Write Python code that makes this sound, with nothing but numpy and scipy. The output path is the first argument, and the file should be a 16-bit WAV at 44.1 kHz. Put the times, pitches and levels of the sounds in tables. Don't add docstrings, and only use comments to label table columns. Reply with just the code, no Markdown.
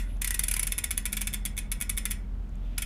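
import sys
import numpy as np
from scipy import signal
from scipy.fft import rfft, irfft
from scipy.io import wavfile

SR = 44100
rng = np.random.default_rng(int(sys.argv[2]) if len(sys.argv) > 2 else 0)


def bounce(signal):
    frames = np.transpose(np.atleast_2d(signal))
    limited = np.clip(frames, -1, 1)
    pcm = np.round(limited * 32767).astype(np.int16)
    wavfile.write(sys.argv[1], SR, pcm)


N = 125685
LEAD_IN_S = 0.1


def from_db(db):
    return 10 ** (np.asarray(db) / 20)


def rms_one(x):
    return x / np.sqrt(np.mean(x ** 2) + 1e-20)


def at_hz(table, hz, axis=1):
    table = np.array(table)
    return np.interp(np.log(np.maximum(hz, 1)), np.log(table[:, 0]), table[:, axis])


def at_time(table, s):
    times, *columns = np.transpose(table)
    return [np.interp(s, times, column) for column in columns]


def in_time(rows):
    return np.interp(np.arange(N) / SR, *np.transpose(rows))


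def drift(count):
    return np.interp(np.linspace(0, count - 1, N), np.arange(count), rng.standard_normal(count))


def fade(t, t60):
    return np.exp(-np.log(1000) * t / t60)


def ring(t, hz, t60):
    return np.sin(2 * np.pi * (hz * t + rng.random())) * fade(np.maximum(t, 0), t60) * (t >= 0)


def tone(hz, db):
    return np.sqrt(2) * from_db(db) * np.sin(2 * np.pi * (np.cumsum(hz) / SR + rng.random()))


def noise(color):
    gains = from_db(at_hz(color, np.fft.rfftfreq(N, 1 / SR)))
    return rms_one(irfft(rfft(rng.standard_normal(N)) * gains, N))


def dying_noise(table, white):
    size = len(white)
    t, hz = np.arange(size) / SR, np.fft.rfftfreq(size, 1 / SR)
    spectrum = rfft(white) * rms_one(from_db(at_hz(table, hz)))
    edges = np.geomspace(300, 18000, 15)
    out = np.zeros(size)
    for low, high in zip(edges, edges[1:]):
        band = irfft(spectrum * (hz >= low) * (hz < high), size)
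        t60 = at_hz(table, np.sqrt(low * high), axis=2)
        out += band * from_db(-60 * t / t60)
    return out


# frequency in Hz, relative level in dB per Hz, t60 in seconds.
CRACK_COLOR = [(400, -16, 0.043), (956, -16, 0.022), (2170, -6.5, 0.09), (4200, -12.5, 0.053),
               (6000, -7.5, 0.037), (8130, -4, 0.044), (12200, 2.5, 0.02), (13200, -4.5, 0.02),
               (14240, 4.5, .02), (15700, -20, 0.0088)]
CRACK_DB = -3.5
CRACK_FRESH = 0.75


def crack(metal):
    own = rng.standard_normal(len(metal))
    mixed = np.sqrt(1 - CRACK_FRESH) * metal + np.sqrt(CRACK_FRESH) * own
    return from_db(CRACK_DB) * dying_noise(CRACK_COLOR, mixed)


SNAP_DB, SNAP_T60_S, SNAP_LOW_HZ = -4, 0.0016, 8350


def snap(t, hard_db):
    bright = signal.butter(2, SNAP_LOW_HZ, "high", fs=SR, output="sos")
    contact = rng.standard_normal(len(t)) * fade(t, SNAP_T60_S)
    return from_db(SNAP_DB + hard_db) * signal.sosfilt(bright, contact)


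HUB_RISE_S = 0.00068


def swing_up(t):
    return 1 - np.exp(-t / HUB_RISE_S)


# frequency in Hz, relative level in dB, t60 in seconds.
HUB_MODES = [(1020, -27, .03), (1460, -26, .035), (2110, -26, .035), (2385, -28, .1), (3290, -14, .02),
             (6200, -16, .03), (8270, -16, .04), (11150, -15, .04), (13700, -13, .012), (1728, -38, .1),
             (2492, -23.5, .11), (2584, -25, .15), (3478, -10, .026), (4545, -29, .07), (5249, -33, .21),
             (7140, -29, .15), (7208, -27, .13), (8861, -25, .07), (9157, -23, .1), (9320, -28, .2),
             (9631, -17, .085)]
# time in seconds, change in dB.
SLEEVE_CURVE = [(.25, -1), (.28, -3), (.44, 5), (.49, -5.5), (.67, -3.5), (.75, 1.5)]
MODES_DB, MODE_SCATTER_DB = -1, 2.5
SEATING_DETUNE = 0.000327
SLEEVE_ABOVE_HZ, HUB_BELOW_HZ, PAWL_ABOVE_HZ = 3000, 4000, 10000


def hub_modes(t, s, hub_db, hard_db):
    hz, mode_db, t60 = np.transpose(HUB_MODES)
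    strength, seating = rng.standard_normal((2, len(hz)))
    heavy = hz < HUB_BELOW_HZ
    sleeve = heavy & (hz > SLEEVE_ABOVE_HZ)
    sleeve_db, = at_time(SLEEVE_CURVE, s)
    level_db = MODES_DB + mode_db + MODE_SCATTER_DB * strength
    level_db += hub_db * heavy + sleeve_db * sleeve + hard_db * (hz > PAWL_ABOVE_HZ)
    pitches = hz * (1 + SEATING_DETUNE * seating / t60 * np.minimum(1, HUB_BELOW_HZ / hz))
    decays = fade(t, t60[:, None]) * np.where(heavy[:, None], swing_up(t), 1)
    signs = (-1) ** np.arange(len(hz))
    return (from_db(level_db) * signs) @ (np.sin(2 * np.pi * pitches[:, None] * t) * decays)


# time in seconds, pitch in Hz, relative level in dB.
KNOCK_CURVE = [(.22, 2470, -13.5), (.248, 2120, -8.5), (.28, 2200, -13), (.31, 1915, -2), (.345, 2580, -14),
               (.395, 2060, -5), (.485, 2440, -8), (.515, 2280, -9), (.541, 2010, -13), (.566, 2250, -8),
               (.72, 2180, -12.5), (.91, 2260, -4), (.977, 2280, -33), (1.055, 2244, -8),
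               (1.25, 2296, -6.5), (1.34, 2173, -10.5), (1.97, 2247, -5), (2.06, 2055, -8),
               (2.11, 2300, -7.5), (2.8, 2300, -9)]


def knock(t, s, hub_db):
    hz, db = at_time(KNOCK_CURVE, s)
    return from_db(db + hub_db) * swing_up(t) * ring(t, hz, t60=0.024)


# time in seconds, central pitch in Hz, relative level in dB.
PING_CURVE = [(.22, 10770, -4.5), (.345, 10600, -4), (.395, 10600, 0.5), (.565, 10620, 2.5),
              (.6, 10630, 2.5), (.72, 10940, 3), (.98, 10750, 2), (1.2, 11180, -6), (1.45, 10700, 1),
              (1.9, 10740, 2), (2.06, 10920, -1.5)]
PING_SCATTER_HZ = 40
PING_TRADE = 0.24


def ping(t, s, hub_db, hard_db):
    hz, db = at_time(PING_CURVE, s)
    hz = hz + PING_SCATTER_HZ * rng.standard_normal()
    return from_db(db + hard_db - PING_TRADE * hub_db) * ring(t, hz, t60=0.024)


# start in seconds, strength in dB, extra level of the low hub resonances in dB.
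PAWL_DROPS = [(-0.02, -16.5, -1.5), (0.2145, -35, 3), (0.2181, -19.5, -0.5), (0.245, -23.5, 8),
              (0.246, -21, -0.5), (0.2734, -30, -5), (0.2762, -20.5, -6), (0.307, -19.5, -0.5),
              (0.3428, -26, 4.5), (0.3459, -21.5, -5), (0.3931, -17.5, -3), (0.4337, -35, 0),
              (0.4365, -23.5, 0), (0.4387, -22, -3.5), (0.454, -47, -9), (0.4697, -41, -10),
              (0.4818, -30, 0), (0.4836, -19.5, -4), (0.508, -44, -4), (0.5128, -21.5, 3.5),
              (0.515, -24.5, 1), (0.538, -28, -8), (0.5402, -23.5, -1), (0.5415, -28, -7),
              (0.5624, -33, -10), (0.5655, -25.5, 8), (0.5673, -25, 0.5), (0.593, -29, -9),
              (0.5951, -20.5, -0.5), (0.6272, -35, -13), (0.6298, -23.5, 3), (0.6316, -24, -4),
              (0.6696, -24, 2), (0.673, -22.5, 2.5), (0.7181, -38, 6), (0.7215, -20.5, 2.5),
              (0.7806, -24, -8), (0.7854, -21.5, 1), (0.8381, -34, 11), (0.8418, -20, 0.5),
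              (0.9075, -23.5, 1), (0.9119, -21, -1.5), (0.9734, -38.5, 13.5), (0.9772, -19.5, -2),
              (1.055, -21.5, -1.5), (1.0611, -24, 4), (1.1225, -35, 0), (1.128, -23, 1),
              (1.1293, -23.5, -2), (1.1686, -23, -14), (1.1721, -23.5, 5), (1.2108, -26.5, 0),
              (1.2143, -29, -18), (1.2164, -20.5, -1.5), (1.2714, -21.5, -4), (1.2748, -24, 4),
              (1.33, -35, 6), (1.3373, -24.5, 3), (1.3428, -23, 2), (1.4527, -23, 1.5),
              (1.4595, -25.5, 1.5), (1.5675, -35.5, 4), (1.5773, -24, 3.5), (1.5873, -25, -2),
              (1.7169, -22.5, -4), (1.7228, -25.5, 2.5), (1.803, -36, -2), (1.812, -23.5, 1.5),
              (1.8225, -25, 1.5), (1.8946, -24, 1.5), (1.8977, -22.5, -2.5), (1.9692, -35, 0),
              (1.9754, -23, 0), (1.9815, -24, -3), (2.0542, -21.0, -5), (2.0571, -26, 6),
              (2.1046, -34.0, -2), (2.1095, -23, 0), (2.1159, -24, -6), (2.7813, -20.5, 1.5),
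              (2.8197, -30, -7), (2.822, -25, 2.5), (2.8249, -27.5, 5)]
SNAP_GROWTH, USUAL_DROP_DB = 0.25, -19.5
RING_S, CRACK_S = 0.3, 0.05


def pawls():
    size, short = int(RING_S * SR), int(CRACK_S * SR)
    length = N + int(LEAD_IN_S * SR)
    t, out = np.arange(size) / SR, np.zeros(length + size)
    metal = rng.standard_normal(short)
    for s, db, hub_db in PAWL_DROPS:
        hard_db = SNAP_GROWTH * (db - USUAL_DROP_DB)
        drop = hub_modes(t, s, hub_db, hard_db)
        drop += knock(t, s, hub_db)
        drop += ping(t, s, hub_db, hard_db)
        drop[:short] += crack(metal) + snap(t[:short], hard_db)
        start = int((s + LEAD_IN_S) * SR)
        out[start:start + size] += from_db(db) * drop
    return out[:length]


# frequency in Hz, relative level in dB per Hz, t60 in seconds.
ROOM_COLOR = [(507, 0, 0.159), (1560, 7.5, 0.42), (2500, 5, 0.25), (8700, 0, 0.21), (11000, -2, 0.16),
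              (15000, -2, 0.16)]
ROOM_DB, ROOM_DELAY_S = -12.5, 0.005


def workshop(x):
    tail = dying_noise(ROOM_COLOR, rng.standard_normal(SR // 2))
    tail = tail / np.sqrt(np.sum(tail ** 2))
    tail = np.r_[np.zeros(int(ROOM_DELAY_S * SR)), tail]
    return from_db(ROOM_DB) * signal.fftconvolve(x, tail)[:len(x)]


# time in seconds, frequency in Hz.
HUM_PITCH = [(0.0, 42.66), (2.85, 42.49)]
# time in seconds, rms level in dB.
HUM_LOUDNESS = [(0, -31.5), (.55, -33.5), (.85, -38.5), (1.3, -35.5), (1.7, -36), (2.3, -35), (2.85, -34)]
# time in seconds, rms level in dB.
DRONE_LOUDNESS = [(0, -52.5), (.5, -58.5), (.95, -59.5), (1.15, -46), (1.4, -51.5), (1.7, -57), (2.15, -51),
                  (2.5, -61), (2.85, -61)]
# central frequency in Hz, central level in dB.
MOTOR_LINES = [(85, -54.5), (138.5, -58), (232, -65), (278, -67.5)]
DRONE_HZ, MOTOR_WAVER_HZ, MOTOR_WAVER_DB = 207.5, 0.69, 2


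def hum():
    out = tone(in_time(HUM_PITCH), in_time(HUM_LOUDNESS))
    out += tone(DRONE_HZ + MOTOR_WAVER_HZ * drift(count=12), in_time(DRONE_LOUDNESS))
    for line_hz, line_db in MOTOR_LINES:
        pitch = line_hz + MOTOR_WAVER_HZ * drift(count=12)
        out += tone(pitch, line_db + MOTOR_WAVER_DB * drift(count=9))
    return out


# frequency in Hz, relative level in dB per Hz.
AIR_COLOR = [(15, -23), (30, 4), (55, 4.5), (85, -1.5), (120, -12), (190, -8.5), (250, -13.5), (330, -22.5),
             (550, -27.5), (1000, -31.5), (2500, -40.5), (5000, -50.5), (10000, -55), (15000, -57.5)]
AIR_DB = -40


def air():
    return from_db(AIR_DB) * noise(AIR_COLOR)


# time in seconds, level in dB.
GRIP_CURVE = [(0, -78), (.1, -60), (.2, -66), (.35, -67), (2.48, -75.5), (2.62, -64.5), (2.69, -59),
              (2.78, -59.5), (2.85, -71)]
# frequency in Hz, relative level in dB per Hz.
SKIN_COLOR = [(300, -11), (620, 11.5), (1000, -13.5), (1700, -4), (2600, 0.5), (3500, 0.5), (4200, -10),
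              (7000, -18), (10700, -24.5), (15000, -21)]
# centre in seconds, peak level in dB.
SCRAPE_TIMES = [(.17, -61), (2.494, -65.5), (2.556, -60.5)]
# frequency in Hz, relative level in dB per Hz.
SCRAPE_COLOR = [(4500, -30), (6500, 4), (8500, -5), (12000, -7), (15000, -22)]
RUB_FLUTTER_DB = 2
SCRAPE_HALF_S = 0.0023


def fingers():
    t = np.arange(N) / SR
    rub_db = in_time(GRIP_CURVE) + RUB_FLUTTER_DB * drift(count=120)
    rub = from_db(rub_db) * noise(SKIN_COLOR)
    strokes = sum(from_db(db) * np.exp(-((t - s) / SCRAPE_HALF_S) ** 2) for s, db in SCRAPE_TIMES)
    return rub + strokes * noise(SCRAPE_COLOR)


CREEP_BAND = [10500, 10850]
CREEP_AT_S, CREEP_HALF_S, CREEP_DB = 0.115, 0.061, -62.5


def creep():
    band = signal.butter(1, CREEP_BAND, "band", fs=SR, output="sos")
    song = rms_one(signal.sosfilt(band, rng.standard_normal(N)))
    swell = np.exp(-((np.arange(N) / SR - CREEP_AT_S) / CREEP_HALF_S) ** 2)
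    return from_db(CREEP_DB) * swell * song


# start in seconds, strength in dB.
BUMP_TIMES = [(0.5402, -19.5), (2.7794, -22.5)]
# frequency in Hz, relative level in dB, t60 in seconds.
BUMP_RINGS = [(1450, -13, 0.018), (3020, -10.5, 0.0117), (4960, -5, 0.015)]


def bumps():
    t = np.arange(-int(LEAD_IN_S * SR), N) / SR
    out = np.zeros(len(t))
    for s, db in BUMP_TIMES:
        for hz, mode_db, t60 in BUMP_RINGS:
            out += from_db(db + mode_db) * ring(t - s, hz, t60)
    return out


def scene():
    clicks = pawls() + bumps()
    hub = (clicks + workshop(clicks))[-N:]
    return (hub + hum() + air() + fingers() + creep())[None]


def record(dry):
    return signal.sosfilt(signal.cheby2(12, 60, 16500, fs=SR, output="sos"), dry)


dry = scene()
out = record(dry)
bounce(out)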